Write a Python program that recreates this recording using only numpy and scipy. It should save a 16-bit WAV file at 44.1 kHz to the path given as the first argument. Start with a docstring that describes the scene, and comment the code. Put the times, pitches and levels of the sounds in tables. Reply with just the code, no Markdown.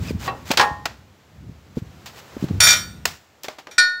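"""A short scrape, a squeak and two soft bumps, then the clink of a hand tool: work at a tyre changer
in an open yard, heard from a hand-held microphone close to the wheel. Steel drops on the rim and
bounces; later a tyre lever rattles under quick blows, and rings once more at the end. Between them
come damped clacks, sliding friction and handling bumps, over a low rumble and quiet air.
The yard returns a thin tail of reflections, and a limiter flattens the loudest blows."""
import sys
import numpy as np
from scipy import signal
from scipy.fft import rfft, irfft
from scipy.io import wavfile
from scipy.ndimage import uniform_filter1d

SR = 44100
rng = np.random.default_rng(int(sys.argv[2]) if len(sys.argv) > 2 else 0)


def file_out(sig):
    """Save sig as 16-bit WAV at sys.argv[1]."""
    # one column per channel
    cols = np.atleast_2d(sig).T
    # limit, then scale
    lim = np.clip(cols, -1, 1)
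    pcm = np.round(lim * 32767).astype(np.int16)
    wavfile.write(sys.argv[1], SR, pcm)


N = 176400
TIME = np.arange(N) / SR
T = np.arange(SR // 2) / SR  # time since a blow [s]
BAND_LIMIT_HZ = 15800

# Blows on the tyre lever, close up (time [s], ring [dB], clatter [dB], place on the bar)
LEVER_HITS = [(2.603, -12, -10.5, "tip"), (2.634, -11, -13.5, "tip"), (2.668, -13, -10.5, "edge"),
              (2.686, -9, -12.5, "edge"), (2.704, -11, -15.5, "edge"), (2.723, -24.5, -14.5, "edge"),
              (2.765, -33.5, -25.5, "tip"), (3.711, -45.5, -43, "edge"), (3.7808, -8.5, -19.5, "flat")]
# Contact at each place (clatter tilt [dB/octave], share of the free ring time)
LEVER_CONTACT = dict(tip=(2.3, 1), edge=(0, 0.75), flat=(-5, .92))
# For each place, the clear modes from low to high (level [dB])
LEVER_BALANCE = dict( tip=[-11, -19, -6, -6.5, -14, -37, -24, -2.5, -22, 0.5, 2, -10, -8.5, -0.5, -16, -11.5, -6, -9.5, -27, -12, -21],
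                 edge=[-5, -13, 2, -9, -12, -24, -28, -4, -16, -9.5, -0.5, 1.5, -3.5, -13, -6.5, -16, -18.5, -22.5, -15, -22, -18],
                 flat=[.5, -3.5, -7, -38, -13, -8, -6.5, -11.5, -10.5, -11.5, -19, -9, -19, -18, -10.5, -42, -22, -24, -50, -60, -52])
# Clatter under the ring (frequency [Hz], spectral level [dB], t60 [s])
LEVER_CLATTER = [(330, -18, 0.39), (1460, -2.5, 0.36), (5240, -2, 0.18), (7300, -6.5, 0.12),
                 (8800, -14, .16), (15500, -18.5, 0.45)]

def lever(choke_db=-3.5, contact_hz=5000, crack_db=-2.5, crack_t60_s=0.059):
    """The steel bar rings with the same modes every time; the place of the blow sets their balance."""
    out = np.zeros(N)
    hz, sizes, waves = jangle()
    for s, ring_db, clatter_db, place in LEVER_HITS:
        tilt_db, ring_share = LEVER_CONTACT[place]
        out[round(s * SR):] *= amp(choke_db)  # each new contact damps what still rings
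        # a softer contact dulls the clatter above contact_hz
        push = sizes * amp(tilt_db * np.log2(np.maximum(hz, contact_hz)))
        clatter = strike(waves, np.sqrt(2) * push / np.linalg.norm(push))
        crack = amp(crack_db) * noise(LEVER_CLATTER, tilt_db / 2) * fade(crack_t60_s)
        clear = lever_ring(amp(LEVER_BALANCE[place]), ring_share)
        add(out, s, amp(ring_db) * clear + amp(clatter_db) * (clatter + crack))
    return out

def jangle(count=190, scatter_db=11.5):
    """The lever's many weak, short modes: their pitches, sizes and decaying waves."""
    spread = (np.arange(count) + rng.random(count)) / count
    hz = 250 + 15500 * spread ** 2
    sizes = amp(read(LEVER_CLATTER, hz) + scatter_db * rng.uniform(-1.4, 1, count)) * np.sqrt(spread)
    return hz, sizes, mode_waves(hz, read(LEVER_CLATTER, hz, column=2))

# The lever's clear modes (frequency [Hz])
LEVER_PITCHES = [1459, 1821, 2378, 3580, 3748, 4021, 4351, 4558, 4889, 5374, 5678, 5760, 6822, 7012, 8093,
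                 8469, 9480, 10957, 11455, 13004, 14261]
# Free ring of the same modes (t60 [s])
LEVER_DECAYS = [.56, .68, .22, .25, 0.56, 0.2, 0.49, .25, .24, .27, .33, .2, 0.27, 0.19, .15, 0.53, 0.15,
                .18, .2, .24, .19]

def lever_ring(sizes, ring_share, twin_db=-8, detune=0.007):
    """The lever's clear ring: its upper modes beat against weaker, slightly detuned twins."""
    hz = np.array(LEVER_PITCHES)
    t60 = ring_share * np.array(LEVER_DECAYS)
    twin_hz = hz * (1 + detune * rng.standard_normal(len(hz)))
    twin_sizes = amp(twin_db) * sizes * np.minimum(hz / np.median(hz), 1) ** 2
    return strike(mode_waves(hz, t60), sizes) + strike(mode_waves(twin_hz, t60), twin_sizes)

# Blows on the rim, close to the microphone (time [s], ring [dB], crash [dB], tilt [dB/octave])
RIM_HITS = [(.573, -23.5, -8, 4), (.588, -25.5, -15.5, -0.5), (0.596, -10.5, -9.5, 1.5),
            (.611, -27.5, -11.5, 2)]
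# Clear modes of the rim (frequency [Hz], level [dB], t60 [s])
RIM_MODES = [(833, -4, 0.41), (938, -2.5, 0.14), (1035, -12.5, .46), (1104, -7.5, 0.35), (1663, -5, .22),
             (1844, -11, 0.51)]
# Dense modes of wheel and machine (frequency [Hz], spectral level [dB], t60 [s])
MACHINE_MODES = [(200, -6.5, 0.42), (620, 2, 0.35), (885, 4.5, 0.4), (1830, -1, 0.18), (4860, -4, 0.091),
                 (11000, -34, 0.18)]

def rim(crack_t60_s=0.041, wash_db=-4.5):
    """Steel drops on the wheel and bounces: each blow cracks, washes through the metal and rings."""
    out = np.zeros(N)
    for s, ring_db, crash_db, tilt_db in RIM_HITS:
        crack = noise(MACHINE_MODES, tilt_db) * fade(crack_t60_s)
        wash = amp(wash_db) * dense_ring(MACHINE_MODES, tilt_db)
        add(out, s, amp(ring_db) * ring(RIM_MODES) + amp(crash_db) * (crack + wash))
    return out

# Clacks around the wheel (time [s], level [dB], tilt [dB/octave], t60 [s])
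CLACK_HITS = [(.505, -13.5, -4, 0.048), (0.513, -9.5, 0.5, 0.041), (0.535, -22.5, -3, 0.05),
              (.855, -11.5, -2, 0.039), (2.058, -33, 0.5, 0.18), (2.484, -32.5, -4, 0.057),
              (3.054, -4, 1.5, 0.022), (3.433, -26, 5.5, 0.036), (3.442, -28.5, -0.5, 0.1),
              (3.483, -14.5, -1.5, 0.014), (3.584, -34, -2, 0.11), (3.67, -18.5, -5, 0.013)]
# Colour of a clack (frequency [Hz], spectral level [dB])
CLACK_SPECTRUM = [(100, -16), (700, 1), (5000, -3.5), (7500, -9.5), (9500, -21), (15500, -15.5)]
# Modes of a hollow body (frequency [Hz], level [dB], t60 [s])
HOLLOW_MODES = [(616, -30, .14), (756, -20, 0.029)]

def clacks(rise_s=0.002, tail_db=-21.5, tail_t60_s=0.25, hollow_at_s=3.483):
    """Damped metal contacts: a short crack and a weak tail. One also sounds a hollow body."""
    out = np.zeros(N)
    for s, db, tilt_db, t60 in CLACK_HITS:
        crack = noise(CLACK_SPECTRUM, tilt_db) * fade(t60)
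        tail = amp(tail_db) * noise(CLACK_SPECTRUM, tilt_db - 0.5) * fade(tail_t60_s)
        add(out, s, amp(db) * (crack + tail) * np.minimum(T / rise_s, 1))
    add(out, hollow_at_s, ring(HOLLOW_MODES))
    return out

# Modes of the small hand tool (frequency [Hz], level [dB], t60 [s])
TOOL_MODES = [(770, -4, .2), (1120, 1, 0.13), (1880, -5.5, 0.1), (2680, -12, 0.2), (4020, -14, 0.11)]

def tool(at_s=0.277, ring_db=-18.5, machine_db=-25.5):
    """The hand tool ends its slide with a light clink against the machine."""
    out = np.zeros(N)
    add(out, at_s, amp(ring_db) * ring(TOOL_MODES))
    add(out, at_s, amp(machine_db) * dense_ring(MACHINE_MODES, tilt_db=-2.5))
    return out

# Scrapes and rustles nearby (start [s], end [s], level [dB])
SLIDES = [(-.02, 0.109, -38.5), (.19, 0.274, -33), (.45, 0.537, -33), (1.751, 1.786, -46.5),
          (2.13, 2.198, -43), (2.39, 2.449, -43)]
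# Colour of the friction (frequency [Hz], spectral level [dB])
SCRAPE_SPECTRUM = [(150, -9), (600, -0.5), (2500, -4), (7500, -9.5), (9500, -21), (15500, -15)]

def scrapes(swell_power=0.55, fall_s=0.011, grain_db=1.5):
    """Grainy friction that swells while something slides and dies when it stops."""
    level = np.zeros(N)
    for start, end, db in SLIDES:
        swell = np.clip((TIME - start) / (end - start), 0, 1) ** swell_power
        level += amp(db) * swell * np.exp(-np.maximum(TIME - end, 0) / fall_s)
    return level * amp(grain_db * wobble(N, span=130)) * noise(SCRAPE_SPECTRUM, size=N)

# Faint squeaks (time [s], length [s], pitch [Hz], rise [share of pitch], level [dB])
METAL_SQUEAKS = [(.04, .08, 2050, .27, -37), (2.08, .22, 12300, .18, -65), (2.34, .13, 12000, .13, -61)]

def squeaks(waver_hz=70):
    """Sliding metal sticks and slips, each time in one broken, wavering arch of pitch."""
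    out = np.zeros(N)
    for s, length, hz, rise, db in METAL_SQUEAKS:
        arch = np.sin(np.pi * T[T < length] / length)
        pitch = hz * (1 + rise * arch) + waver_hz * wobble(len(arch), span=150)
        grip = abs(wobble(len(arch), span=150))
        phase = 2 * np.pi * np.cumsum(pitch) / SR
        octave = 0.5 * np.sin(2 * phase) * (2 * hz < BAND_LIMIT_HZ)
        add(out, s, amp(db) * arch * grip * (np.sin(phase) + octave))
    return out

# Soft handling bumps, and the low thud under the lever's last blow at 3.783 s (time [s], level [dB], starting
# pitch [Hz])
HANDLING_BUMPS = [(.107, -18, 264), (.147, -17.5, 112), (.503, -18.5, 252), (0.713, -26, 109.5),
                  (1.486, -27.5, 122), (1.770, -12.5, 207), (1.818, -27.5, 137.6), (2.367, -21.5, 327),
                  (2.425, -15, 266), (2.440, -14.5, 206), (2.507, -13.5, 186), (3.783, -35.5, 340)]
# Handling rumble at the microphone (time [s], level [dB])
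RUMBLE_CURVE = [(0, -27.5), (.45, -42.5), (.9, -44), (1.25, -59), (1.449, -37.5), (1.6, -49.5),
                (1.85, -41.5), (2.3, -57), (2.53, -26), (2.8, -37), (3.11, -42.5), (3.22, -65)]
# Colour of the rumble (frequency [Hz], spectral level [dB])
RUMBLE_SPECTRUM = [(20, -57), (70, 3), (200, -5.5), (350, -18), (2000, -71)]

def handling(rise_cycles=0.63, sag=0.15, grit_gain=0.53):
    """Low bumps of a cycle or two that sag in pitch, over an uneven rumble."""
    out = noise(RUMBLE_SPECTRUM, size=N) * gain_curve(RUMBLE_CURVE)
    for s, db, hz in HANDLING_BUMPS:
        age = T * hz / rise_cycles  # 1 at the bump's peak
        turns = hz * np.cumsum(1 / (1 + sag * age)) / SR
        grit = grit_gain * noise([(hz / 2, -10), (hz * 1.46, 0), (hz * 12, -65)])
        add(out, s, amp(db) * age * np.exp(1 - age) * (np.sin(2 * np.pi * turns) + grit))
    return out

def yard(work, level_db=-20, t60_s=0.48, echoes_per_s=2000, gap_s=0.006):
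    """The open yard sends a thin tail of scattered reflections back to the microphone."""
    taps = rng.standard_normal(len(T)) * (rng.random(len(T)) < echoes_per_s / SR)
    taps *= fade(t60_s) * (T > gap_s)
    return amp(level_db) * signal.fftconvolve(work, taps / np.linalg.norm(taps))[:N]

# Background hiss of the yard (time [s], level [dB])
AIR_CURVE = [(.4, -48), (1.05, -56.5), (1.65, -55.5), (2.45, -44.5), (3.25, -57)]
# Colour of the hiss (frequency [Hz], spectral level [dB])
AIR_SPECTRUM = [(59, -24), (100, -11.5), (471, -5), (1830, -12), (7500, -22), (9000, -32), (16000, -27.5)]

def air():
    """Quiet open air behind the work, slowly falling and rising."""
    return gain_curve(AIR_CURVE) * noise(AIR_SPECTRUM, size=N)

def ring(modes):
    """Decaying partials from rows (frequency [Hz], level [dB], t60 [s])."""
    hz, db, t60 = np.transpose(modes)
    return strike(mode_waves(hz, t60), amp(db))

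def dense_ring(table, tilt_db, rise_s=0.00089):
    """Modes too dense to tell apart, each band dying at its own speed."""
    hz, t, bands = signal.stft(noise(table, tilt_db), SR, nperseg=256)
    bands *= np.exp(-np.log(1000) * t / read(table, hz, column=2)[:, None])
    return signal.istft(bands, SR, nperseg=256)[1][:len(T)] * np.minimum(T / rise_s, 1)

def mode_waves(hz, t60):
    """One decaying complex wave for each mode."""
    poles = 2j * np.pi * hz - np.log(1000) / t60
    return np.exp(np.outer(poles, T))

def strike(waves, sizes, rise_s=0.0033):
    """Sums the modes of one blow, each at a chance phase."""
    push = sizes * np.exp(2j * np.pi * rng.random(len(sizes)))
    return (push @ waves).real * np.minimum(T / rise_s, 1)

def noise(spectrum, tilt_db=0, size=len(T)):
    """Noise of rms 1 with a spectrum and a tilt per octave above 400 Hz."""
    hz = np.fft.rfftfreq(size, 1 / SR)
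    colour = amp(read(spectrum, hz) + tilt_db * np.log2(np.maximum(hz, 400)))
    return unit(irfft(rfft(rng.standard_normal(size)) * colour, size))

def wobble(size, span):
    """Random motion of rms 1, smoothed over span samples."""
    return unit(uniform_filter1d(rng.standard_normal(size), span))

def fade(t60):
    """Exponential decay, 60 dB down after t60 seconds."""
    return np.exp(-np.log(1000) * T / t60)

def gain_curve(table):
    """Gain at each sample from rows (time [s], level [dB])."""
    return amp(np.interp(TIME, *np.transpose(table)))

def read(table, hz, column=1):
    """One column of a table along log frequency."""
    rows = np.array(table)
    return np.interp(np.log(hz + 1), np.log(rows[:, 0]), rows[:, column])

def add(mix, s, sound):
    """Adds a sound at time s."""
    part = mix[round(s * SR):][:len(sound)]
    part += sound[:len(part)]

def amp(db):
    """Decibels to gain."""
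    return 10 ** (np.asarray(db) / 20)

def unit(x):
    """Scales to rms 1."""
    return x / np.sqrt(np.mean(x ** 2) + 1e-20)

def scene():
    """Metal and friction close up, in mono, with the yard's reflections, handling noise and air."""
    work = lever() + rim() + tool() + clacks() + scrapes() + squeaks()
    return (work + yard(work) + handling() + air())[None]

def record(dry, low_cut_hz=42.5, limit_db=-8, recovery_db_per_s=117):
    """After the microphone: a low cut, a fast limiter, clipping at full scale and the band limit."""
    dry = signal.sosfilt(signal.butter(2, low_cut_hz, "highpass", fs=SR, output="sos"), dry)
    level_db = 10 * np.log10(abs(uniform_filter1d(dry[0] ** 2, size=180)) + 1e-12)  # 4 ms average
    fall_db = TIME * recovery_db_per_s
    held_db = np.maximum.accumulate(level_db + fall_db) - fall_db  # jumps to each peak, then sinks
    cut_db = uniform_filter1d(np.maximum(held_db - limit_db, 0), size=90)
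    limited = np.clip(dry / amp(cut_db), -1, 1)
    lowpass = signal.firwin(401, BAND_LIMIT_HZ, window=("kaiser", 8), fs=SR)
    return signal.oaconvolve(limited, lowpass[None], "same")

dry = scene()
out = record(dry)
file_out(out)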